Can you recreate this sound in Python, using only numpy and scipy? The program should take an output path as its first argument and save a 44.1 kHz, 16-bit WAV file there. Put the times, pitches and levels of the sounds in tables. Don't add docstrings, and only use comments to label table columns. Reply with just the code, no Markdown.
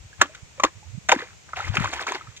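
import sys
import numpy as np
from scipy import signal
from scipy.fft import rfft, irfft
from scipy.io import wavfile
from scipy.ndimage import uniform_filter1d

SR = 44100
rng = np.random.default_rng(int(sys.argv[2]) if len(sys.argv) > 2 else 0)


def waveform_to_disk(signal):
    frames = np.transpose(np.atleast_2d(signal))
    scaled = np.clip(frames, -1, 1) * 32767
    samples = np.round(scaled).astype(np.int16)
    wavfile.write(sys.argv[1], SR, samples)


N = 105840
T = np.arange(N) / SR

# (per Hz, relative)
SPRAY_SPECTRUM = [(200, -16), (900, -11), (2000, 0), (3600, 6), (4500, -2.5), (5600, 0), (6800, 4.5),
                  (7700, -6), (8800, -21.5), (15500, -25.5)]
PORT_LAG_S = 0.0001


def from_db(db):
    return 10 ** (np.asarray(db) / 20)


def rms_one(x):
    return x / np.sqrt(np.mean(x ** 2) + 1e-20)


def at_hz(points, hz):
    f, db = np.transpose(points)
    return np.interp(np.log(np.maximum(hz, 1)), np.log(f), db)


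def noise(spectrum):
    hz = np.arange(N // 2 + 1) * SR / N
    white = rng.standard_normal(N)
    return rms_one(irfft(rfft(white) * from_db(at_hz(spectrum, hz)), N))


def drift(hz, size=N):
    lowpass = signal.butter(2, hz, fs=SR, output="sos")
    settled = rms_one(signal.sosfilt(lowpass, rng.standard_normal(size + SR)))
    return settled[SR:]


def waver(hz, wander_oct, wander_hz):
    pitch = hz * 2 ** (wander_oct * drift(wander_hz, size=len(hz)))
    return np.sin(2 * np.pi * (rng.random() + np.cumsum(pitch) / SR))


def burst(carrier, envelope):
    x = carrier[:len(envelope)] * envelope
    return x * np.sqrt(np.sum(envelope ** 2) / (np.sum(x ** 2) + 1e-20))


def add(out, s, x):
    i = int(np.clip(s * SR, 0, N - 1))
    out[i:i + len(x)] += x[:N - i]


def evened(x):
    power = np.abs(uniform_filter1d(x * x, size=SR // 25))
    return x / np.sqrt(power + 1e-12)


def air_hiss():
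    # (per Hz, relative)
    hiss_spectrum = [(30, -11), (80, 1), (200, -4.5), (400, -1), (1000, -4), (1700, -4), (2400, -1),
                     (3300, -5), (5000, -7), (6800, -1.5), (8000, -7), (9200, -25), (15500, -28.5)]
    return from_db(-52.5) * np.array([noise(hiss_spectrum), noise(hiss_spectrum)])


def wind():
    # (per Hz, relative)
    rumble_spectrum = [(20, -22), (45, -9), (75, 0), (130, -3.5), (200, -11), (300, -34), (600, -52)]
    # centre_s, level_db, width_s (Gaussian spread), pitch_hz, left_over_right_db
    gusts = [(0.0, -43, 0.017, 65, 16), (0.059, -42, 0.012, 100.6, 2), (0.203, -37.5, 0.0092, 80, 36),
             (0.431, -38, 0.0039, 101.4, -30.5), (0.768, -43.5, 0.011, 90, -28.5),
             (0.885, -41.5, 0.022, 92.6, -32), (0.948, -34.5, 0.011, 122, -36),
             (0.982, -31, 0.004, 168, -34), (1.59, -45, 0.02, 88, 9), (1.667, -37, 0.02, 95, 27),
             (1.699, -21.5, 0.0057, 100, 34), (1.73, -31.5, 0.016, 106, 12), (1.787, -23, 0.0034, 145, 30),
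             (1.808, -20, 0.0024, 125, 30), (1.841, -33.5, 0.027, 99, 28), (1.955, -45, 0.027, 70.5, 18),
             (2.292, -40.5, 0.0098, 97, -18)]
    rumble_db, swing_db, swing_hz = -55, 3, 12.0
    wander_oct, wander_hz = 0.3, 108
    out = np.array([from_db(rumble_db + swing_db * drift(swing_hz)) * noise(rumble_spectrum)
                    for _ in range(2)])
    for s, db, width, hz, pan_db in gusts:
        sides = from_db([[pan_db / 2], [-pan_db / 2]])
        balance = 2 * sides / sides.sum()
        eddy = waver(np.full(N, hz), wander_oct, wander_hz)
        swell = np.exp(-.5 * ((T - s) / width) ** 2)
        out += balance * from_db(db) * burst(eddy, swell)
    return out


def scatter(x, db, t60, hz, kind):
    t = T[:SR // 2]
    colour = signal.butter(1, hz, kind, fs=SR, output="sos")
    echo = signal.sosfilt(colour, rng.standard_normal((2, len(t))))
    echo *= np.exp(-np.log(1000) * t / t60)
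    echo /= np.sqrt(np.sum(echo ** 2, axis=1, keepdims=True))
    return from_db(db) * signal.fftconvolve(x[None], echo, axes=1)[:, :N]


def surroundings(x):
    banks = scatter(x, db=-23.5, t60=0.12, hz=3520, kind="low")
    leaves = scatter(x, db=-7, t60=0.021, hz=3000, kind="high")
    return banks + leaves


def at_ports(x, lag_s):
    hz = np.arange(N // 2 + 1) * SR / N
    left = irfft(rfft(x) * np.exp(-2j * np.pi * hz * lag_s), N)
    return np.array([left, x])


def bubble(hz, t60):
    rise_per_s = 3.2
    attack_s = 1.64 / hz
    t = T[:int(t60 * SR) + 2]
    tone = np.sin(2 * np.pi * hz * (t + rise_per_s * t * t / 2))
    decay = np.exp(-np.log(1000) * np.maximum(t - attack_s, 0) / t60)
    return tone * np.minimum(t / attack_s, 1) * decay


def drop_swarm(spectrum):
    drops_per_s, drop_cycles, spread_db = 1050, 13, 4.5
    out = np.zeros(N)
    count = rng.binomial(12000, drops_per_s * N / SR / 12000)
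    for when, pitch, size, sign in rng.random((count, 4)):
        hz = 300 * 30 ** pitch
        size_db = spread_db * min(-np.log(1 - size), 3.5) + at_hz(spectrum, hz)
        gain = np.sign(sign - .5) * hz * from_db(size_db)
        add(out, when * N / SR, gain * bubble(hz, drop_cycles / hz))
    return evened(out)


def droplet_crackle():
    clicks_per_s, decay_s = 1000, .0005
    clicks = (rng.random(N) < clicks_per_s / SR) * rng.standard_normal(N)
    grains = signal.lfilter([1], [1, -np.exp(-1 / (decay_s * SR))], clicks + 1e-18)
    return rms_one(noise(SPRAY_SPECTRUM) * grains)


def slosh():
    # (per Hz, relative)
    slosh_spectrum = [(120, -28), (330, -2), (480, -9), (750, -2), (1150, -2), (2200, 1), (3100, -8.5),
                      (3900, -10), (4700, -15.5), (6700, -14), (7800, -23), (9000, -31), (15500, -40)]
    # time_s, level_db
    churn_curves = [
        [(0.18, -62), (0.225, -32.5), (0.26, -47.5), (0.29, -60), (0.37, -56), (0.42, -70)],
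        [(0.57, -59), (0.632, -49.5), (0.665, -39), (0.71, -70)],
        [(1.088, -53), (1.11, -29), (1.135, -32.5), (1.175, -46), (1.188, -38), (1.225, -42), (1.26, -51.5),
         (1.34, -59)],
        [(1.46, -71), (1.49, -52), (1.545, -62), (1.57, -32.5), (1.59, -37.5), (1.615, -38.5), (1.66, -40.5),
         (1.68, -34), (1.70, -47.5), (1.733, -44), (1.755, -29.5), (1.79, -38), (1.82, -33.5), (1.843, -32.5),
         (1.915, -43), (1.935, -31), (1.955, -37.5), (1.97, -35), (1.99, -42.5), (2.01, -30.5), (2.025, -36.5),
         (2.06, -48.5), (2.083, -29), (2.11, -35.5), (2.135, -39.5), (2.155, -30.5), (2.175, -44.5),
         (2.24, -55), (2.28, -56.5), (2.37, -62.5)],
    ]
    level = sum(from_db(np.interp(T, *np.transpose(curve), left=-120, right=-120))
                for curve in churn_curves)
    drops = from_db(1) * drop_swarm(slosh_spectrum)
    foam = from_db(-1) * noise(slosh_spectrum)
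    crackle = from_db(-22.5) * droplet_crackle()
    return level * (drops + foam + crackle)


def skimmed(x):
    start_s, end_s, cut_hz = 1.3, 1.66, 450
    shallow = uniform_filter1d(((T > start_s) & (T < end_s)).astype(float), size=SR // 50)
    highpass = signal.butter(6, cut_hz, "high", fs=SR, output="sos")
    return x * (1 - shallow) + shallow * signal.sosfilt(highpass, x)


def plops():
    # start_s, pitch_hz, peak_db, t60_s
    bubbles = [(0.129, 1620, -40, 0.059), (0.204, 1330, -29.5, 0.03), (0.2125, 2280, -15.5, 0.01),
               (0.222, 1110, -19.5, 0.071), (0.222, 346, -22.5, 0.024), (0.237, 264, -41.5, 0.15),
               (0.294, 603, -42, 0.075), (0.581, 532, -40.5, 0.1), (0.603, 1160, -21.5, 0.021),
               (0.621, 1097, -34.5, .04), (0.639, 294, -19.5, 0.068), (0.644, 516, -13.5, 0.018),
               (0.671, 1660, -27, 0.016), (0.828, 823, -44.5, 0.068), (1.099, 752.6, -17.5, 0.02),
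               (1.125, 806, -8.5, 0.025), (1.129, 520, -14.5, 0.031), (1.141, 347, -25, 0.038),
               (1.16, 266, -19.5, 0.02), (1.161, 1650, -23.5, 0.014), (1.19, 1780, -22.5, 0.025),
               (1.205, 1970, -25, 0.018), (1.221, 1660, -21.5, 0.0093), (1.222, 467, -31, 0.062),
               (1.572, 722, -26, 0.052), (1.595, 840, -23, 0.015), (1.603, 1340, -19, 0.032),
               (1.645, 2070, -23, 0.027), (1.742, 744, -23, 0.014), (1.797, 1316, -23, 0.027),
               (1.856, 1120, -15.5, 0.02), (1.875, 1470, -22.5, 0.015), (1.994, 1580, -17, 0.013),
               (2.108, 378, -33.5, 0.051), (2.158, 642, -35, 0.045), (2.210, 1260, -30, 0.029),
               (2.271, 1270, -37, 0.031)]
    out = np.zeros(N)
    for s, hz, db, t60 in bubbles:
        add(out, s, from_db(db) * bubble(hz, t60))
    return out


def slap_envelope(t, rise_s, hold_s):
    t60_s, tail_db, tail_t60_s = 0.016, -5, 0.038
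    after = np.maximum(t - rise_s - hold_s, 0) * np.log(1000)
    fall = np.exp(-after / t60_s)
    tail = from_db(tail_db) * np.exp(-after / tail_t60_s)
    return np.minimum(t / rise_s, 1) ** 2 * np.maximum(fall, tail)


def slaps():
    # time_s (middle of the rise), level_db, hold_s, main_pocket_hz,
    # second_pocket_hz, second_db, hollow_hz, hollow_db, spray_db (these three relative to the main
    contacts = [(0.2139, -10.5, 0.0044, 1287, 1722, 2, 649, -7.5, -3.5, -0.16),
                (0.348, -41, 0.0046, 1526, 2420, -2, 604, -24, -2.5, 0),
                (0.598, -22, 0.0033, 1161, 2140, -10, 564, -10.5, -13, -0.039),
                (0.6351, -12.5, 0.0043, 1123, 2186, -3, 622, -9, -4.5, 0.27),
                (0.648, -13, 0.0019, 1190, 1940, -25, 567, -23, -12.5, 0.044),
                (1.0875, -22, 0.00062, 1970, 1350, -2, 890, -11, -1.5, -0.27),
                (1.092, -14, 0.0028, 1595, 2100, -0.5, 658, -4, -6, -0.071),
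                (1.1169, -12.5, 0.0018, 2243, 1420, -3.5, 790, -20.5, -8, -0.37),
                (1.1205, -9, 0.0028, 1019, 1906, -1.5, 615, -7.5, -10.5, -0.43),
                (1.533, -25, 0.0026, 1270, 1487, -14, 835, -50, -26, 0.062),
                (1.7695, -15.5, 0.0015, 2388, 1488, -0.5, 800, -19, -20, -.1),
                (1.842, -22, 0.0037, 1005, 1510, -11, 590, -13, -10, -0.15),
                (1.93, -29, 0.0037, 683, 1156, -9, 490, -12, -5.5, 0.059),
                (2.0668, -29, 0.0058, 1160, 1380, -0.5, 713, -14, -4.5, -0.034),
                (2.1197, -23.5, 0.0019, 1080, 1708, -4.5, 626, -15, -8, 0.021),
                (2.364, -49.5, 0.013, 2680, 1750, -22, 710, -31, 6.5, -0.043)]
    rise_s, glide_s = 0.001842, 0.006
    wander_oct, wander_hz = .23, 708
    out, t = np.zeros(N), T[:SR // 6]
    for s, db, hold, main_hz, second_hz, second_db, hollow_hz, hollow_db, spray_db, glide in contacts:
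        envelope = slap_envelope(t, rise_s, hold)
        bend = 2 ** (glide * np.tanh((t - rise_s - hold / 2) / glide_s))
        hit = from_db(spray_db) * burst(noise(SPRAY_SPECTRUM), envelope)
        for hz, part_db in ((main_hz, 0), (second_hz, second_db), (hollow_hz, hollow_db)):
            pocket = waver(hz * bend, wander_oct, wander_hz)
            hit += from_db(part_db) * burst(pocket, envelope)
        add(out, s - rise_s / 2, from_db(db) * hit)
    return out


def scene():
    water = at_ports(slaps() + plops(), PORT_LAG_S)
    for side_lag_s in (-.00003, .00003):
        water = water + at_ports(skimmed(slosh()), PORT_LAG_S + side_lag_s) / np.sqrt(2)
    return water + surroundings(water[1]) + wind() + air_hiss()


def record(dry):
    low_cut_hz, cutoff_hz = 23, 15600
    highpass = signal.butter(3, low_cut_hz, "high", fs=SR, output="sos")
    lowpass = signal.ellip(10, .1, 70, cutoff_hz, fs=SR, output="sos")
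    clipped = np.clip(signal.sosfilt(highpass, dry), -.95, .95)
    return signal.sosfilt(lowpass, clipped)


dry = scene()
out = record(dry)
waveform_to_disk(out)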